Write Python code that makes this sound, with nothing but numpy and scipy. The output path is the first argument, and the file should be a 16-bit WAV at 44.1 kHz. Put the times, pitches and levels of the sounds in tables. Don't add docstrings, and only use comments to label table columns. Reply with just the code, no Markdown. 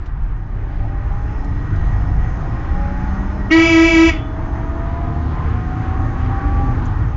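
import sys
import numpy as np
from scipy import signal
from scipy.fft import rfft, irfft
from scipy.io import wavfile
from scipy.ndimage import uniform_filter1d

SR = 44100
rng = np.random.default_rng(int(sys.argv[2]) if len(sys.argv) > 2 else 0)


def wav_record(signal):
    frames = np.transpose(np.atleast_2d(signal))
    bounded = np.clip(frames, -1, 1)
    quanta = np.round(bounded * 32767).astype(np.int16)
    wavfile.write(sys.argv[1], SR, quanta)


def how_loud(loudness_db):
    steps = np.asarray(loudness_db, float) / 20
    return 10 ** steps


N = 315756

# [t/s, crankshaft turns per second f/Hz]
CRANK_SPEED = [(0.0, 12.73), (0.6, 13.98), (0.9, 14.34), (1.2, 14.82), (1.5, 15.72), (2.1, 17.75),
               (2.4, 18.91), (3.0, 20.9), (3.45, 22.2), (4.25, 23.16), (4.5, 23.52), (4.8, 24.19),
               (6.0, 27.57), (6.3, 28.35), (6.6, 28.94), (6.74, 29.04), (6.95, 26.6), (7.16, 25.5)]
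# [t/s, level/dB]
THROTTLE = [
    (0, -20),
    (.55, -12),
    (.9, -3),
    (1.2, 0),
    (3.3, 0),
    (4.3, -2),
    (6.71, 0),
    (6.76, -20),
    (7.16, -24),
]
# [multiple of crank speed, level/dB]
WEAK_TONES = [(1, -38.5), (1.5, -31.5), (2, -40), (2.5, -34.5), (3, -30.5), (4, -40), (4.5, -47.5),
              (7.5, -45), (13, -55), (14, -55.5), (15, -64.5), (16, -58.5), (20, -61.5), (29.4, -55.5)]
# [f/Hz, width/Hz, lift/dB]
CABIN = [(43.1, 2.5, 5), (62.6, 5.8, 0.5), (110.7, 19, 13.5), (275, 25, 13.5), (329, 22, 17.5),
         (650, 55, 6.5)]
# [f/Hz, width/Hz, lift/dB]
EXHAUST = [(103, 18, 21), (155, 16, 17.5), (188.9, 20.7, 17), (251.8, 32.2, 13), (281.4, 24.7, 17.5),
           (341, 36, 14.5)]
AXLE = [(420, 20, 7.1), (530, 30, 6), (564.4, 18, 13), (605, 30, 8), (649.5, 46, 17), (685.5, 30, 18.3),
        (749.4, 50, 18.4), (792, 20, 19.3), (824, 30, 19), (860, 36, 15), (1000, 50, 10), (1070, 50, 13),
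        (1158, 37, 12), (1410, 72, 6)]
GEARBOX = [(583, 35, 7.3), (727, 110, 9.5), (829.6, 44, 22), (886, 34, 13), (950, 40, 12), (990, 58, 14),
           (1036, 42, 17.5), (1106, 36, 15), (1151, 33, 20.6)]
# [multiple of crank speed at SLIP_FROM_S, slip per s,
# level/dB off resonance, resonances on the way]
STRONG_TONES = [(5.975, 0, -47.5, EXHAUST), (8.99, 0.0003, -46.5, EXHAUST),
                (10.04, 0.000092, -52, EXHAUST[3:]), (12, 0.00021, -54.5, EXHAUST),
                (18.02, 0, -52, [(285.5, 15, 18.3)]), (27.63, 0.000079, -53.5, AXLE),
                (35.8, 0, -61, AXLE[5:7]), (40.45, .0037, -55.5, GEARBOX), (54.2, .008, -60, AXLE)]
# [f/Hz, level/dB per Hz]
ROAD_SPECTRUM = [(8.8, -22.5), (15, -1.5), (59, 4.5), (92, 1), (162, -8.5), (199, -16.5), (309, -14.5),
                 (492, -30), (805, -21), (1250, -25), (1580, -27.5), (1890, -31), (2780, -42),
                 (6370, -64.5), (7250, -97), (9420, -100.5), (16000, -120)]
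# [t/s, level/dB]
PACE = [(0, -9.5), (.45, -11.5), (.7, -6.5), (1.7, -4.5), (2.0, -2.5), (3.0, -1), (3.3, -1), (4.2, -3.5),
        (4.6, -1), (5.4, 0), (6.4, 2), (7.0, 0.5), (7.16, -4)]
# [level/dB at full pace, share of the pace, share of a jolt]
ROAD_LAYERS = [
    (-25.5, .1, 0.97),
    (-19.5, 0.45, 0.29),
    (-28, 0.85, 0.013),
    (-41.5, 0.82, 0.0053),
]
# [t/s, length/s, lift/dB]
JOLTS = [(0.258, 0.22, 10), (0.842, 0.75, 5.5), (1.332, 0.29, 7.5), (1.89, 0.33, 12), (2.23, 0.35, 11.5),
         (2.802, 0.61, 7), (3.465, 0.14, 2), (4.493, 0.22, 7), (4.967, 0.19, 6.5), (5.556, .1, 2),
         (6.003, 0.11, 5.5), (6.6, 0.66, 8), (7.01, 0.44, 7.5)]
# [f/Hz, width/Hz, early level/dB, late level/dB]
PANELS = [(41.6, 1.7, -32.5, -42.5), (112.9, 5.2, -33, -33), (451.3, 16, -50, -46.5),
          (784, 38, -51.5, -49.5), (1235, 9.8, -47.5, -46), (1450, 14, -51, -54.5), (1843, 28, -49, -52.5),
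          (1905, 10, -47.5, -53), (3760, 90, -75, -77), (4020, 90, -71, -83), (5220, 290, -65, -72),
          (6260, 340, -65, -69)]
# [t/s, peak level/dB, low edge f/Hz, time to fall 60 dB/s]
TICKS = [(.057, -48, 1200, .1), (.232, -58, 2000, .06), (1.443, -48, 2200, .05), (1.757, -48, 2500, .05),
         (1.884, -53, 2500, .03), (6.259, -26, 350, .03), (6.853, -45, 5900, .07)]
# [harmonic number, low horn level/dB, high horn level/dB]
HORN_HARMONICS = [(1, -16.8, -13.4), (2, -40, -27), (3, -35.5, -36.5), (4, -31, -34), (5, -39.5, -38),
                  (6, -33.5, -34), (7, -23.5, -21), (8, -32.5, -31.5), (9, -35, -45.5), (10, -42.5, -36),
                  (11, -46, -45), (12, -54.5, -49.5), (13, -57, -46.5), (14, -52, -50.5), (15, -46, -41),
                  (16, -53, -50), (17, -52.5, -48), (18, -44, -51.5), (19, -51, -48), (20, -57, -55),
                  (21, -48, -54.5), (22, -52.5, -56.5), (23, -64, -66)]
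# [harmonic, swing/dB, trim/dB]
IN_STEP = [(2, -2, -2), (3, 0, 1), (4, 5.5, -1.5), (5, 1, 1), (6, 4, 1), (7, -.5, -1), (8, -1.5, 1),
           (9, 0, 2.5), (11, 0, -3), (12, 0, -2), (13, 0, -1), (14, 0, -2), (15, 0, 2), (17, 0, -2)]
# [t/s, f/Hz, level/dB, time to fall 60 dB/s]
DISC_RINGS = [(4.09, 1925, -17, .09), (3.508, 1290, -23, .25), (4.098, 1300, -28, .2),
              (3.507, 2200, -22, .06), (3.509, 2560, -27, .1), (3.512, 960, -25, .08),
              (3.508, 5870, -37, .09), (3.511, 6260, -41, .08), (3.519, 3500, -35, .06)]
# [f/Hz, level/dB, time to fall 60 dB/s]
BRACKET_MODES = [(2000, -43, .08), (2360, -49, .06), (2690, -46, .12), (2961, -45, .55), (3030, -50, .35),
                 (3200, -53, .2), (3348, -49, .3), (3429, -45, .6), (3455, -48, .5)]

SLIP_FROM_S = 3
EXHAUST_SHARE, EXHAUST_LAG_S = .5, .15
PANEL_WAKE_S, PANEL_ASLEEP_DB, PANEL_SHIFT_S, PANEL_PACE = 1.6, -9.5, (3.4, 4.3), 0.49
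PRESS_S, BUILD_S, LET_GO_S, CUT_S, COAST_S = 3.4995, .006, 4.095, .03, .075
SILENT_DB, COAST_DB, SWELL_DB = -45, -12, 0
LOW_HZ, HIGH_HZ, START_HZ, SPIN_UP_S, SAG_HZ = 324.9, 329.5, 309, .022, 20
RIPPLE_HZ, RIPPLE_RATE_HZ, RIPPLE_TOP_S = 1.2, 4.7, 3.652
LOCKED_S, PART_S = .025, .03
OPPOSED_S = 3.683
DISC_HZ, DISC_WIDTH_HZ, DISC_DB = 1915, 50, 3
BUZZ_FROM, BUZZ_LATE_DB = 11, -11
BUZZ_WAKE_S, HIGH_WAKE_S = .045, .07
FLARE_DB, FLARE_RISE_S, FLARE_FADE_S = 24, .026, .04
REVERSED = (6, 10)
TOP_HZ = 7280


def curve(rows):
    s, *columns = np.transpose(rows)
    return [np.interp(np.arange(N) / SR, s, c) for c in columns]


def unit(x):
    return x / np.sqrt(np.mean(x ** 2))


def walk(rate, count=N):
    hold = int(SR / rate)
    steps = np.repeat(rng.standard_normal(count // hold + 1), hold)
    return 2.07 * uniform_filter1d(uniform_filter1d(steps, hold), hold)[:count]


def bandpass(x, band_hz):
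    return signal.sosfilt(signal.butter(2, band_hz, "bandpass", fs=SR, output="sos"), x)


def lift(hz, peaks, order=1):
    grid = np.arange(2000.)
    gain = 1 + sum((how_loud(db) - 1) / (1 + (2 * (grid - f) / w) ** (2 * order)) for f, w, db in peaks)
    return np.interp(hz, grid, 20 * np.log10(gain))


def ring(s, db, shape):
    out, i = np.zeros(N), int(s * SR)
    out[i:i + len(shape)] = how_loud(db) * shape[:N - i]
    return out


def tyres():
    t, (pace_db,) = np.arange(N) / SR, curve(PACE)
    jolt_db = sum(db * np.exp(-(2 * (t - s) / length) ** 2) for s, length, db in JOLTS)
    return [db + pace * pace_db + jolt * jolt_db for db, pace, jolt in ROAD_LAYERS]


def valve_gear(turns):
    firing = 3 * turns
    size = how_loud(3.7 * rng.standard_normal(int(firing[-1]) + 1))[firing.astype(int)]
    puff = size * np.exp(-(firing % 1) / 0.27)
    bright = bandpass(rng.standard_normal(N), [2600, 6900])
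    hiss_db = tyres()[-1]
    return how_loud(-27.5 + hiss_db) * puff * bright


def engine():
    (crank_hz,), (load_db,) = curve(CRANK_SPEED), curve(THROTTLE)
    t = np.arange(N) / SR
    exhaust_db = EXHAUST_SHARE * np.interp(t - EXHAUST_LAG_S, t, load_db)
    tones = []
    for k, db in WEAK_TONES:
        hz = k * crank_hz
        tones.append((k, hz, db + load_db * EXHAUST_SHARE * (k > 10) + lift(hz, CABIN)))
    for k, slip, db, path in STRONG_TONES:
        hz = k * crank_hz * (1 - slip * (t - SLIP_FROM_S))
        drive_db = load_db if k > 20 else exhaust_db
        tones.append((k, hz, db + drive_db + lift(hz, path, order=2)))
    out = 0
    for k, hz, level_db in tones:
        gain = how_loud(level_db + (1.7 if k < 20 else 1.2) * walk(19))
        cycles = np.cumsum(hz) / SR + rng.random() + 0.04 * walk(12)
        out = out + np.sqrt(2) * gain * np.sin(2 * np.pi * cycles)
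    return out + valve_gear(np.cumsum(crank_hz) / SR)


def road():
    f = np.maximum(np.fft.rfftfreq(N, 1 / SR), 1)
    hz, db = np.transpose(ROAD_SPECTRUM)
    noise = rfft(rng.standard_normal(N)) * how_loud(np.interp(np.log(f), np.log(hz), db))
    place = 2 * np.log2(f / 12.5)
    out = 0
    for level_db, bands in zip(tyres(), [range(0, 4), range(4, 8), range(8, 14), range(14, 20)]):
        layer = 0
        for b in bands:
            share = np.sqrt(np.clip(1 - abs(place - .5 - b), 0, 1))
            layer = layer + irfft(noise * share, N) * how_loud(1.31 * walk(11))
        out = out + unit(layer) * how_loud(level_db - 4.0)
    return out


def panels():
    t, out = np.arange(N) / SR, 0
    asleep_db = PANEL_ASLEEP_DB * np.clip(1 - t / PANEL_WAKE_S, 0, 1)
    drive_db = asleep_db + PANEL_PACE * curve(PACE)[0]
    for hz, width, early_db, late_db in PANELS:
        hum = unit(signal.lfilter(*signal.iirpeak(hz, hz / width, SR), rng.standard_normal(N)))
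        level_db = np.interp(t, PANEL_SHIFT_S, [early_db, late_db])
        out = out + hum * how_loud(level_db + drive_db + 1.3 * walk(7))
    return out


def ticks():
    t, out = np.arange(SR // 8) / SR, 0
    for s, db, hz, t60 in TICKS:
        burst = unit(bandpass(rng.standard_normal(len(t)), [hz, min(4 * hz, TOP_HZ)]))
        out = out + ring(s, db, burst * np.minimum(t / .0025, 1) * 1000. ** (-t / t60))
    return out


def blast():
    t = np.arange(N) / SR
    on, off = np.maximum(t - PRESS_S, 0), np.maximum(t - LET_GO_S, 0)
    level_db = SILENT_DB * np.exp(-(on / BUILD_S) ** 1.3) + SWELL_DB * (on / (LET_GO_S - PRESS_S) - .5)
    level_db += np.interp(off, [0, CUT_S, CUT_S + COAST_S / 2, CUT_S + COAST_S],
                          [0, COAST_DB, COAST_DB - 5.5, SILENT_DB])
    ripple = RIPPLE_HZ * np.cos(2 * np.pi * RIPPLE_RATE_HZ * (t - RIPPLE_TOP_S))
    sway = ripple - SAG_HZ * np.minimum(off / CUT_S, 1)
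    low = LOW_HZ + (START_HZ - LOW_HZ) * np.exp(-(on / SPIN_UP_S) ** 2.5) + sway
    high = low + (HIGH_HZ - LOW_HZ) * np.clip((on - LOCKED_S) / PART_S, 0, 1)
    return np.where((on > 0) & (off < CUT_S + COAST_S), level_db, -120), low, high


def bracket(level_db):
    shake = rng.standard_normal(N) * how_loud(0.17 * level_db) * (level_db > SILENT_DB)
    out = 0
    for hz, db, t60 in BRACKET_MODES:
        r = 1000. ** (-1 / (t60 * SR))
        turn = 2 * np.pi * hz / SR
        ringing = signal.lfilter([1], [1, -2 * r * np.cos(turn), r * r], shake)
        out = out + how_loud(db) * 2 * np.sqrt(1 - r) * np.sin(turn) * ringing
    return out


def discs():
    t, out = np.arange(SR // 2) / SR, 0
    for s, hz, db, t60 in DISC_RINGS:
        fade = (1 - np.exp(-t / 0.0019)) * 1000. ** (-t / t60)
        out = out + ring(s, db, fade * np.sin(2 * np.pi * hz * t))
    return out


def wake_share(k, is_high):
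    if k >= BUZZ_FROM:
        return 1
    if is_high and k > 4:
        return .6
    return -.3 if k > 6 else .15


def horns():
    level_db, low_hz, high_hz = blast()
    a, b = int(PRESS_S * SR), int((LET_GO_S + CUT_S + COAST_S) * SR)
    opposed = int(OPPOSED_S * SR)
    low, high = np.cumsum(low_hz) / SR, np.cumsum(high_hz) / SR
    high += .5 - (high - low)[opposed]
    out = bracket(level_db) + discs()
    on, count = np.arange(b - a) / SR, b - a
    flare_db = FLARE_DB * (1 - np.exp(-(on / FLARE_RISE_S) ** 4)) * np.exp(-on / FLARE_FADE_S)
    together = np.cos(2 * np.pi * (high - low)[a:b])
    shared_db = {k: swing_db * together + trim_db for k, swing_db, trim_db in IN_STEP}
    for is_high, (hz, cycles) in enumerate(((low_hz[a:b], low[a:b]), (high_hz[a:b], high[a:b]))):
        jitter = .002 * walk(120, count) + .005 * walk(14, count)
        late_db = BUZZ_LATE_DB * np.exp(-(on / (BUZZ_WAKE_S, HIGH_WAKE_S)[is_high]) ** 2)
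        for k, *horn_db in HORN_HARMONICS:
            fall = 1 + .6 * (k > 1) * (cycles > low[opposed])
            db = horn_db[is_high] + level_db[a:b] * fall + min(0.5 * k, 1.1) * walk(24.46, count)
            db = db + shared_db.get(k, 0) + late_db * wake_share(k, is_high)
            if k == 6 and not is_high:
                db = db + flare_db
            off_disc = 2 * (k * hz - DISC_HZ) / DISC_WIDTH_HZ
            gain = how_loud(db) * (1 + how_loud(DISC_DB) / (1 + off_disc ** 2) ** 2)
            lag = np.arctan2(0.24 * k, (DISC_HZ / HIGH_HZ) ** 2 - k ** 2)
            lag += np.pi * ((k > 1) + is_high * (k in REVERSED))
            lag += 2 * np.pi * rng.random() * (k > 10)
            out[a:b] += np.sqrt(2) * gain * np.cos(2 * np.pi * k * (cycles + jitter) - lag)
    return out


def street(x):
    t, out = np.arange(SR) / SR, 0
    for band_hz, t60, db in (([1200, 3600], .3, -25), ([3700, 7200], .23, -19)):
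        tail = rng.standard_normal(SR) * 1000. ** (-t / t60) * (t > .012)
        tail = bandpass(tail, band_hz)
        tail = tail / np.sqrt(np.sum(tail ** 2))
        out = out + how_loud(db) * signal.fftconvolve(x * walk(band_hz[1] / 16), tail)[:N]
    return out


def scene():
    horn = horns()
    return (engine() + road() + panels() + ticks() + how_loud(2.5) * horn + street(horn))[None]


def low_pass(x):
    return signal.sosfilt(signal.butter(12, 9250, fs=SR, output="sos"), x)


def record(dry):
    soft = dry / (1 + abs(dry / .69) ** 5.0) ** (1 / 5.0) - .0032
    top = signal.ellip(8, .2, 60, TOP_HZ, fs=SR, output="sos")
    settled = signal.sosfilt_zi(top) * soft[0, 0]
    x = signal.sosfilt(top, soft[0], zi=settled)[0][None]
    mirror = 2 * x * np.cos(2 * np.pi * 16000 * np.arange(N) / SR)
    mix = x + how_loud(-26.5) * bandpass(mirror, [8700, 8920])
    return low_pass(mix)


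dry = scene()
out = record(dry)
wav_record(out)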